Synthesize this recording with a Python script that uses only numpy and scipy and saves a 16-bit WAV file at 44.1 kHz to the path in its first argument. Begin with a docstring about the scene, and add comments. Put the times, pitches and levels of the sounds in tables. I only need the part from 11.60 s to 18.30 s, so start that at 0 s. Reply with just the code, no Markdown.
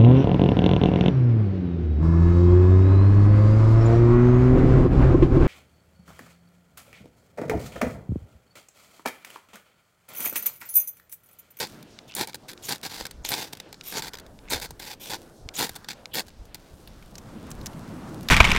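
"""A sharp, fizzing rasp, close by: a steel striker scraped down a ferro rod over wood shavings,
nine times, on a breezy lake shore. Each stroke is a rush of tiny stick-slip fractures that rings
the steel and the log beneath and throws sparks; between strokes the striker slides back, snags,
squeals and taps the rod. Towards the end the tinder catches and a wood fire swells and crackles."""
import sys
import numpy as np
from scipy import signal
from scipy.fft import rfft, irfft
from scipy.io import wavfile

SR = 44100
rng = np.random.default_rng(int(sys.argv[2]) if len(sys.argv) > 2 else 0)


def wrap_up_sound(samples):
    """Save the sound to the file named by the first command line argument, as 16-bit audio."""
    columns = np.atleast_2d(samples).T
    # keep every value between -1 and 1, then stretch to whole-number steps
    tamed = np.clip(columns, -1, 1)
    steps = np.round(tamed * 32767).astype(np.int16)
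    wavfile.write(sys.argv[1], SR, steps)


N = 295469
TIME = np.arange(N) / SR


def undb(db):
    """Decibels to gain."""
    return 10 ** (np.asarray(db) / 20)


def unit(x):
    """Scale to rms 1."""
    return x / np.sqrt(np.mean(x ** 2))


def since(s):
    """Seconds gone by since time s; zero before it."""
    return np.maximum(TIME - s, 0)


def curve(rows):
    """Gain over time from (s, dB) rows."""
    return undb(np.interp(TIME, *np.transpose(rows)))


def swell(s, half):
    """Bell-shaped envelope that peaks at s and is down to 1/e half seconds to either side."""
    return np.exp(-((TIME - s) / half) ** 2)


def add(out, s, sound):
    """Mix a short sound into out from time s on."""
    start = max(int(s * SR), 0)
    part = sound[:max(N - start, 0)]
    out[start:start + len(part)] += part


def wander(rate):
    """Random drift of rms 1 that heads for a new value rate times a second."""
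    knots = rng.standard_normal(N // 8)
    return unit(np.interp(TIME * rate, np.arange(len(knots)), knots))


def ring(x, modes):
    """Pass x through damped resonances (Hz, width Hz, dB), keeping the power of white noise."""
    size = 4096
    f = np.arange(1, size // 2 + 2) * SR / size
    power = sum(undb(db) ** 2 / (1 + ((f * f - hz * hz) / (f * width)) ** 2 / 2) ** 2
                for hz, width, db in modes)
    # a struck thing rings only after the blow: make the response causal
    cepstrum = irfft(np.log(power + 1e-9) / 2)
    cepstrum[1:size // 2] *= 2
    cepstrum[size // 2 + 1:] = 0
    response = irfft(np.exp(rfft(cepstrum)))
    return signal.oaconvolve(x, response / np.linalg.norm(response))[:len(x)]


def grit(rate, spread_db, smooth):
    """Tiny fractures of uneven size, rate a second, over a share of smooth rubbing noise."""
    hit = rng.random(N) < rate / SR
    size = undb(spread_db * np.minimum(rng.standard_normal(N), 2)) * rng.choice([-1, 1], N)
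    return unit(unit(hit * size) + smooth * rng.standard_normal(N))


def bursts(rows, rise, t60):
    """Envelope of short bursts from (s, dB) rows; rise and t60 are in seconds."""
    out, t = np.zeros(N), TIME[:SR // 10]
    for s, db in rows:
        add(out, s, undb(db) * np.exp(-np.log(1000) * t / t60) * (1 - np.exp(-t / rise)))
    return out


def air(spectrum, flicker_db, flicker_rate):
    """Turbulent noise of a given colour whose octave bands flicker on their own."""
    f = np.arange(1, N // 2 + 2) * SR / N
    hz, db = np.transpose(spectrum)
    noise = rfft(rng.standard_normal(N)) * undb(np.interp(np.log(f), np.log(hz), db))
    octave = np.log2(f / f[-1])
    bands = (irfft(noise * np.maximum(1 - abs(octave + k), 0), N) for k in range(11))
    return unit(sum(band * undb(flicker_db * wander(flicker_rate)) for band in bands))


def press(s, attack, hold, release, build_db=0):
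    """Pressure of the edge on the rod as a gain: it lands at s, bears down, holds and eases off."""
    landing_s, attack_db, release_db = 0.001, 11, 22
    t = since(s)
    on, gain = (t > 0) & (t < attack + hold + 2 * release), np.zeros(N)
    t = t[on]
    rising = np.maximum(1 - t / attack, 0)
    building = np.minimum(t / (attack + hold), 1) - .5
    easing = np.maximum((t - attack - hold) / release, 0)
    touching = np.minimum(t / landing_s, 1) * np.minimum(2 - easing, 1)
    gain[on] = touching * undb(build_db * building - attack_db * rising - release_db * easing)
    return gain


# The scrape's three colours. Each row: centre in Hz, width in Hz, relative level in dB.
STEEL_MODES = [(1573, 280, -3.5), (1850, 120, -5), (2250, 560, -3.5), (2820, 620, -12), (3585, 540, -2),
               (3670, 48, -6.5), (4020, 100, -4), (4360, 27, -1.5), (4700, 76, -6), (4620, 1220, -2.5),
               (5120, 63, -25), (6070, 530, -9.5), (7200, 910, -9.5)]  # the bright ring of rod and striker
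BODY_MODES = [(176.4, 120, -2.5), (311, 108, 0.5), (472, 125, 0.5), (832, 192, 3), (980, 75, -7)]  # the low weight of hands and log
FIZZ_BANDS = [(7130, 490, -2), (8120, 120, 4.5), (8520, 2700, -4), (9800, 2400, 0), (12200, 1100, -1),
              (13850, 230, 0.5), (13700, 2300, -5.5), (14600, 1200, -5)]  # the sizzle of shavings and sparks
# Hard strokes. Each row: start, attack, hold and release in seconds, rasp level in dB,
# body and fizz sends in dB, level of the smoulder left behind in dB.
STROKES = [ (0.0, 0.00089, 0.041, 0.025, -30, -4.5, -11.5, -54.5),
           (0.556, 0.013, 0.059, 0.027, -31, -3, -6.5, -73),
           (1.083, 0.0044, 0.046, 0.034, -31, -4, -7.5, -73),
           (1.702, 0.0075, 0.038, 0.019, -28.5, -3.5, -6.5, -52.5),
           (2.322, .04, 0.033, 0.021, -33, -2.5, -8.5, -66.5),
           (2.904, 0.012, 0.03, 0.054, -28, -4.5, -8.5, -78),
           (3.495, 0.0037, 0.057, .022, -35.5, -3.5, -10, -61.5),
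           (3.975, 0.017, 0.051, 0.044, -28, -4.5, -5.5, -58),
           (4.538, 0.019, 0.042, 0.022, -29.5, -4.5, -8, -73), ]


def strokes():
    """The edge bites and chatters down the rod; the shavings ignite, the first fizzing brightest."""
    flash_db, flash_s = 11, 0.0098
    rasp, body, fizz = np.zeros((3, N))
    for s, attack, hold, release, db, body_db, fizz_db, _ in STROKES:
        force = undb(db) * press(s, attack, hold, release)
        rasp += force
        body += force * undb(body_db)
        fizz += force * undb(fizz_db + flash_db * np.exp(-since(s) / flash_s))
    chatter = unit(undb(2.57 * wander(420)))
    fractures = grit(rate=3200, spread_db=3.5, smooth=0.46) * chatter
    sparks = unit(fractures + 2.7 * chatter * grit(rate=2200, spread_db=5.5, smooth=0.92))
    return (ring(fractures * rasp, STEEL_MODES)
            + undb(0.6) * ring(fractures * body, BODY_MODES)
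            + undb(0.5) * ring(sparks * fizz, FIZZ_BANDS))


def hand_echoes(x, share, drift_s):
    """Echoes off the moving hands and the log give the scrape a shifting metallic colour."""
    delays = (lag_s + drift_s * wander(4.4) for lag_s in (.0005, .0011, .0019))
    echoes = sum(np.interp(TIME - delay, TIME, x) for delay in delays)
    return (x + share * echoes) / np.sqrt(1 + 3 * share ** 2)


# The shore's bed of wind and water. Each row: frequency in Hz, relative level in dB.
SHORE_SPECTRUM = [(15, -32), (25, -18), (206, -11), (270, -11), (335, -8.5), (476, -11), (734, -15),
                  (1160, -22.5), (1480, -19), (2050, -28), (4030, -31), (4370, -30.5), (9570, -38),
                  (16000, -45)]
# Low bumps and buffets on the microphone.
# Each row: peak time in seconds, level in dB, half length in seconds.
BUFFETS = [(1.42, -43.5, .015), (1.552, -44.5, 0.011), (1.601, -39.5, 0.019), (2.677, -50.5, 0.083),
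           (2.96, -38.5, 0.025), (3.122, -45, 0.027), (3.86, -36, 0.01), (4.12, -48, 0.011),
           (4.808, -40, 0.02), (5.139, -37, 0.0037), (5.303, -45, 0.015), (5.386, -51, 0.033),
           (6.007, -41.5, .06)]


def breeze():
    """Wind and water wash under a slowly building rumble, with short low bumps and buffets."""
    wash = undb(-53.5) * air(SHORE_SPECTRUM, flicker_db=4.0, flicker_rate=13)
    # every buffet rides on a weaker, longer swell of rumble
    swells = sum(undb(db - 12.5) * swell(s, 5 * half) for s, db, half in BUFFETS)
    wind = undb(-73 + 3 * TIME) + swells
    rumble = ring(rng.standard_normal(N), [(39.8, 31.5, -5), (80, 76, -24)])
    rumble *= wind * undb(2 * wander(4.8))
    bumps = sum(undb(db) * swell(s, half) for s, db, half in BUFFETS)
    thump_hz = 66 * 2 ** (0.7 * wander(110))  # a low thump of wavering pitch
    thump = unit(np.sin(2 * np.pi * np.cumsum(thump_hz) / SR))
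    low_noise = undb(-12) * ring(rng.standard_normal(N), [(151, 150, 1)])
    return wash + rumble + bumps * (thump + low_noise)


def tinder():
    """Scorched shavings hiss and stray sparks tick after each stroke; at last the tinder catches."""
    ember_db, smoulder_s = -75.5, 0.12
    alight_db, alight_s = -65.5, 4.94
    glow = undb(ember_db) + undb(alight_db) * (TIME > alight_s)
    shower = np.zeros(N)
    for s, attack, hold, release, *_, smoulder_db in STROKES:
        t = since(s + attack + hold + release)
        glow += (t > 0) * undb(smoulder_db) * np.exp(-(t / smoulder_s) ** 2)
        shower += (t > 0) * np.exp(-t / 0.054)
    sizzle = grit(rate=2500, spread_db=10, smooth=0.84)
    hiss = ring(sizzle, [(3900, 3700, 7), (8000, 4000, -5), (12600, 6500, -3)]) * glow
    ticks = grit(rate=120, spread_db=10, smooth=0.15) * shower
    sparks = ring(ticks, [(4200, 8500, 7), (11200, 3900, -14)])
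    # the first shower flares with a soft puff
    puff = ring(rng.standard_normal(N), [(187, 125, 2), (700, 1100, -14.5)]) * swell(0.16, 0.1)
    return hiss + undb(-54) * sparks + undb(-49) * puff


# Sharp catches of the edge. Each row: start in seconds, relative level in dB, fizz send in dB.
SNAGS = [(0.0693, -30, -7), (0.2268, -33.5, -9), (0.5502, -23.5, 5.5), (0.6142, -15, -19),
         (0.634, -17, -20), (0.6728, -24, -8), (0.6954, -30, -11), (0.7441, -20, -7), (0.7535, -24, -11),
         (0.902, -31, -18), (0.915, -27.5, -11), (0.932, -31, -8), (1.123, -11, -15), (1.158, -26, -11),
         (1.231, -25, -12), (1.409, -18, -23), (1.453, -15, -15), (1.4658, -21, -11), (1.5101, -24, -11.5),
         (1.6489, -14, -13), (1.689, -16, -5), (1.7495, -18, -13), (1.951, -30.5, -15), (1.971, -28.5, -13),
         (2.0001, -20, -17), (2.1273, -25, -12.5), (2.1428, -29.5, -22), (2.3237, -18.5, -12.5),
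         (2.4215, -15.5, -15), (2.445, -19.5, -22), (2.4813, -22, -12), (2.5339, -21.5, -15),
         (2.541, -21.5, -19), (2.5524, -26, -14), (2.571, -30, -15), (2.5854, -27.5, -13), (2.598, -30, -9),
         (2.6638, -35, -14.5), (2.9005, -25, -2), (2.9988, -22.5, -10), (3.024, -19, -14),
         (3.1064, -26.5, -6.5), (3.198, -25.5, -9.5), (3.3305, -30, -22), (3.457, -25, -11),
         (4.0696, -28.5, -12), (4.0928, -18, -8.5), (4.1437, -35, -13), (4.2446, -28, -17),
         (4.286, -17, -15.5), (4.3065, -22, -25), (4.3306, -24.5, -19), (4.5944, -13.5, -19),
         (4.682, -29.5, -17), (4.945, -20, -10.5), (4.953, -30, -12)]


def snags():
    """A caught edge tears free in a few milliseconds of dense fractures."""
    tear = grit(rate=9000, spread_db=1.5, smooth=0.67)
    rasp = tear * bursts([(s, db) for s, db, _ in SNAGS], rise=0.00042, t60=0.02)
    fizz = tear * bursts([(s, db + send) for s, db, send in SNAGS], rise=0.00036, t60=0.017)
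    return (undb(-8.5) * ring(rasp, STEEL_MODES)
            + undb(-16) * ring(rasp, BODY_MODES)
            + undb(-0.5) * ring(fizz, FIZZ_BANDS))


# The striker's free ring. Each row: centre in Hz, width in Hz, relative level in dB.
STRIKER_MODES = [(1310, 300, -5), (2335, 430, 2), (2940, 270, -3), (3620, 350, 2), (4050, 370, -0.5),
                 (4950, 630, 0), (5950, 590, -6.5), (7100, 1100, -10), (12000, 3200, -26)]
# Small steel clicks. Each row: start in seconds, relative level in dB.
TAPS = [(0.389, -22.5), (0.5124, -31), (0.5208, -28), (0.5397, -27), (0.7325, -27.5), (0.977, -29.5),
        (2.211, -20.5), (2.79, -33), (2.8858, -33), (3.8891, -15.5), (4.4569, -18), (4.704, -39)]


def taps():
    """The striker is set against the rod: one clean blow and a brief rattle ring it."""
    blows = np.zeros(N)
    for s, db in TAPS:
        blows[int(s * SR)] = undb(db)
    rattle = rng.standard_normal(N) * bursts(TAPS, rise=0.00029, t60=0.012)
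    return ring(undb(5) * blows + undb(-13.5) * rattle, STRIKER_MODES)


# Soft lead-ins. Each row: start, attack and hold in seconds, relative level in dB, fizz send in dB.
SKIMS = [ (0.474, .008, 0.017, -52, -4), (1.023, 0.031, .032, -40, 0.5), (1.643, .003, 0.058, -36.5, -5),
         (2.234, .032, 0.058, -40.5, 1.5), (3.397, 0.019, 0.075, -42.5, -1),
         (3.938, 0.036, .006, -33.5, -2.5), ]


def skims():
    """Before it digs in, the edge glides with a fine, even hiss."""
    hiss_bands = [(770, 1200, -5.5), (2380, 600, 0.5), (3530, 1000, 4.5), (5560, 1300, 0)]
    hiss, fizz = np.zeros((2, N))
    for s, attack, hold, db, fizz_db in SKIMS:
        force = undb(db) * press(s, attack, hold, release=0.008)
        hiss += force
        fizz += force * undb(fizz_db)
    rub = grit(rate=5000, spread_db=-3, smooth=0.82) * unit(undb(2.0 * wander(200)))
    return undb(-3.5) * ring(rub * hiss, hiss_bands) + undb(-5.5) * ring(rub * fizz, FIZZ_BANDS)


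# Thin squeaks. Each row: centre time and half length in seconds, pitch in Hz, relative level in dB.
SQUEALS = [(0.519, 0.023, 2900, -52), (0.559, 0.0061, 7000, -46), (1.051, 0.014, 6800, -46),
           (1.068, 0.018, 13400, -47), (1.657, 0.013, 6700, -40), (1.698, 0.0077, 13400, -32),
           (2.284, 0.027, 13200, -45), (2.378, 0.015, 6500, -37.5), (2.886, 0.021, 2320, -52.5),
           (2.901, 0.0044, 6750, -32), (3.272, .06, 12000, -60), (3.431, 0.021, 13100, -44.5),
           (3.96, 0.013, 6840, -43.5), (4.542, 0.018, 3180, -44), (4.552, 0.013, 13600, -40)]


def squeals():
    """Friction briefly locks onto a resonance of the steel: a rough, narrow whistle."""
    out, t = np.zeros(N), TIME[:SR // 2]
    middle, catching = t[-1] / 2, np.tanh(wander(350))
    for s, half, hz, db in SQUEALS:
        flutter = undb(10.3 * catching[int(s * SR):][:len(t)])
        whistle = ring(rng.standard_normal(len(t)), [(hz, 450 + 0.048 * hz, 0)])
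        envelope = undb(db) * np.exp(-((t - middle) / half) ** 2)
        add(out, s - middle, whistle * flutter * envelope)
    return out


# Light slides along the rod. Each row: start, hold and release in seconds, rasp level in dB,
# body and fizz sends in dB.
SLIDES = [ (0.671, 0.01, 0.051, -47.5, 3, -6), (0.88, 0.011, 0.047, -42.5, -7, -2.5),
          (1.228, 0.03, 0.037, -35.5, -4, -5), (1.295, 0.096, 0.088, -40, -4, -5),
          (1.755, 0.066, 0.072, -35.5, -2.5, -5), (1.925, 0.0037, 0.011, -39.5, -4, -1.5),
          (2.422, 0.065, 0.0055, -44, -0.5, -3), (3.012, 0.042, 0.016, -40, -1.5, -2),
          (3.192, 0.14, .018, -43.5, -4.5, -4.5), (4.153, 0.006, 0.0094, -36, 0, 1),
          (4.282, 0.022, .03, -37.5, -9, -7.5), ]


def slides():
    """With little pressure the edge skips over the rod's ridges: sparser grit in uneven fits."""
    rasp, body, fizz = np.zeros((3, N))
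    for s, hold, release, db, body_db, fizz_db in SLIDES:
        force = undb(db) * press(s, attack=0.0052, hold=hold, release=release, build_db=1.8)
        rasp += force
        body += force * undb(body_db)
        fizz += force * undb(fizz_db)
    fits = unit(undb(0.45 * wander(300) + 2.0 * wander(110)))
    skips = grit(rate=2200, spread_db=4.0, smooth=0.2) * fits
    return (ring(skips * rasp, STEEL_MODES)
            + undb(-2.2) * ring(skips * body, BODY_MODES)
            + undb(-2.0) * ring(skips * fizz, FIZZ_BANDS))


# Dull thuds. Each row: start in seconds, relative level in dB.
KNOCKS = [(1.409, -23), (1.453, -36), (3.107, -36), (4.093, -31.5)]


def knocks():
    """The striker lands hard and thuds through the rod into the hands and the log."""
    return ring(rng.standard_normal(N) * bursts(KNOCKS, rise=0.00035, t60=0.016), BODY_MODES)


# The low roar of flames. Each row: frequency in Hz, relative level in dB.
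FLAME_SPECTRUM = [(15, -35), (25, -34), (53, -8.5), (111, -0.5), (236, -1.5), (416, -13.5), (607, -14.5),
                  (887, -17), (1190, -18), (1890, -27.5), (2840, -32), (3620, -36), (8830, -39),
                  (16000, -51)]
# The fire's fader, faint until it swells near the end. Each row: time in seconds, level in dB.
FIRE_LEVELS = [(5.0, -57), (5.35, -53.5), (5.9, -40.5), (6.6, -37.5)]
# Wood pops. Each row: start in seconds, relative level in dB, ring in Hz, treble send in dB.
POPS = [(4.853, -40, 6000, -4), (5.274, -30, 3800, -4), (5.4246, -34.5, 2260, -30),
        (5.5538, -26.5, 5160, -25), (5.5811, -25.5, 5970, -14), (5.904, -30, 8800, -15),
        (5.914, -23, 6400, -23), (6.0127, -31, 3790, -16), (6.0591, -18, 6470, -8),
        (6.0655, -18, 5560, -12), (6.131, -35, 2780, -23), (6.63, -32.5, 5590, -2), (6.6858, -7, 3840, -41)]


def fire():
    """Flames flutter and roar; pockets of sap tick and now and then pop, each with its own ring."""
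    roar = air(FLAME_SPECTRUM, flicker_db=2.0, flicker_rate=35)
    sap = grit(rate=47, spread_db=12, smooth=0.1)
    ticks = undb(-26) * ring(sap, [(4000, 2700, 0), (9500, 6000, -2)])
    pops, t = np.zeros(N), TIME[:SR // 10]
    envelope = bursts([(0, 0)], rise=0.00057, t60=0.023)[:len(t)]
    for s, db, hz, treble_db in POPS:
        crack = rng.standard_normal(len(t)) * envelope
        wood = ring(crack, [(hz, 0.47 * hz, 0), (2100, 2200, -7), (11000, 7000, -19)])
        snap = ring(crack, [(10400, 5100, 0)])
        add(pops, s, undb(db) * (wood + undb(treble_db) * snap))
    return (roar + ticks) * curve(FIRE_LEVELS) + undb(-8) * pops


def scene():
    """A mono mix, close and in the open air, without reverberation."""
    scraping = skims() + strokes() + slides() + snags() + knocks()
    rod = hand_echoes(scraping, share=0.12, drift_s=0.00011)
    return (rod + squeals() + taps() + fire() + tinder() + breeze())[None]


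def record(dry):
    """A steep low-pass trims the very top, above 16 kHz."""
    return signal.sosfilt(signal.ellip(10, .2, 70, 16000, fs=SR, output="sos"), dry)


dry = scene()
out = record(dry)
wrap_up_sound(out)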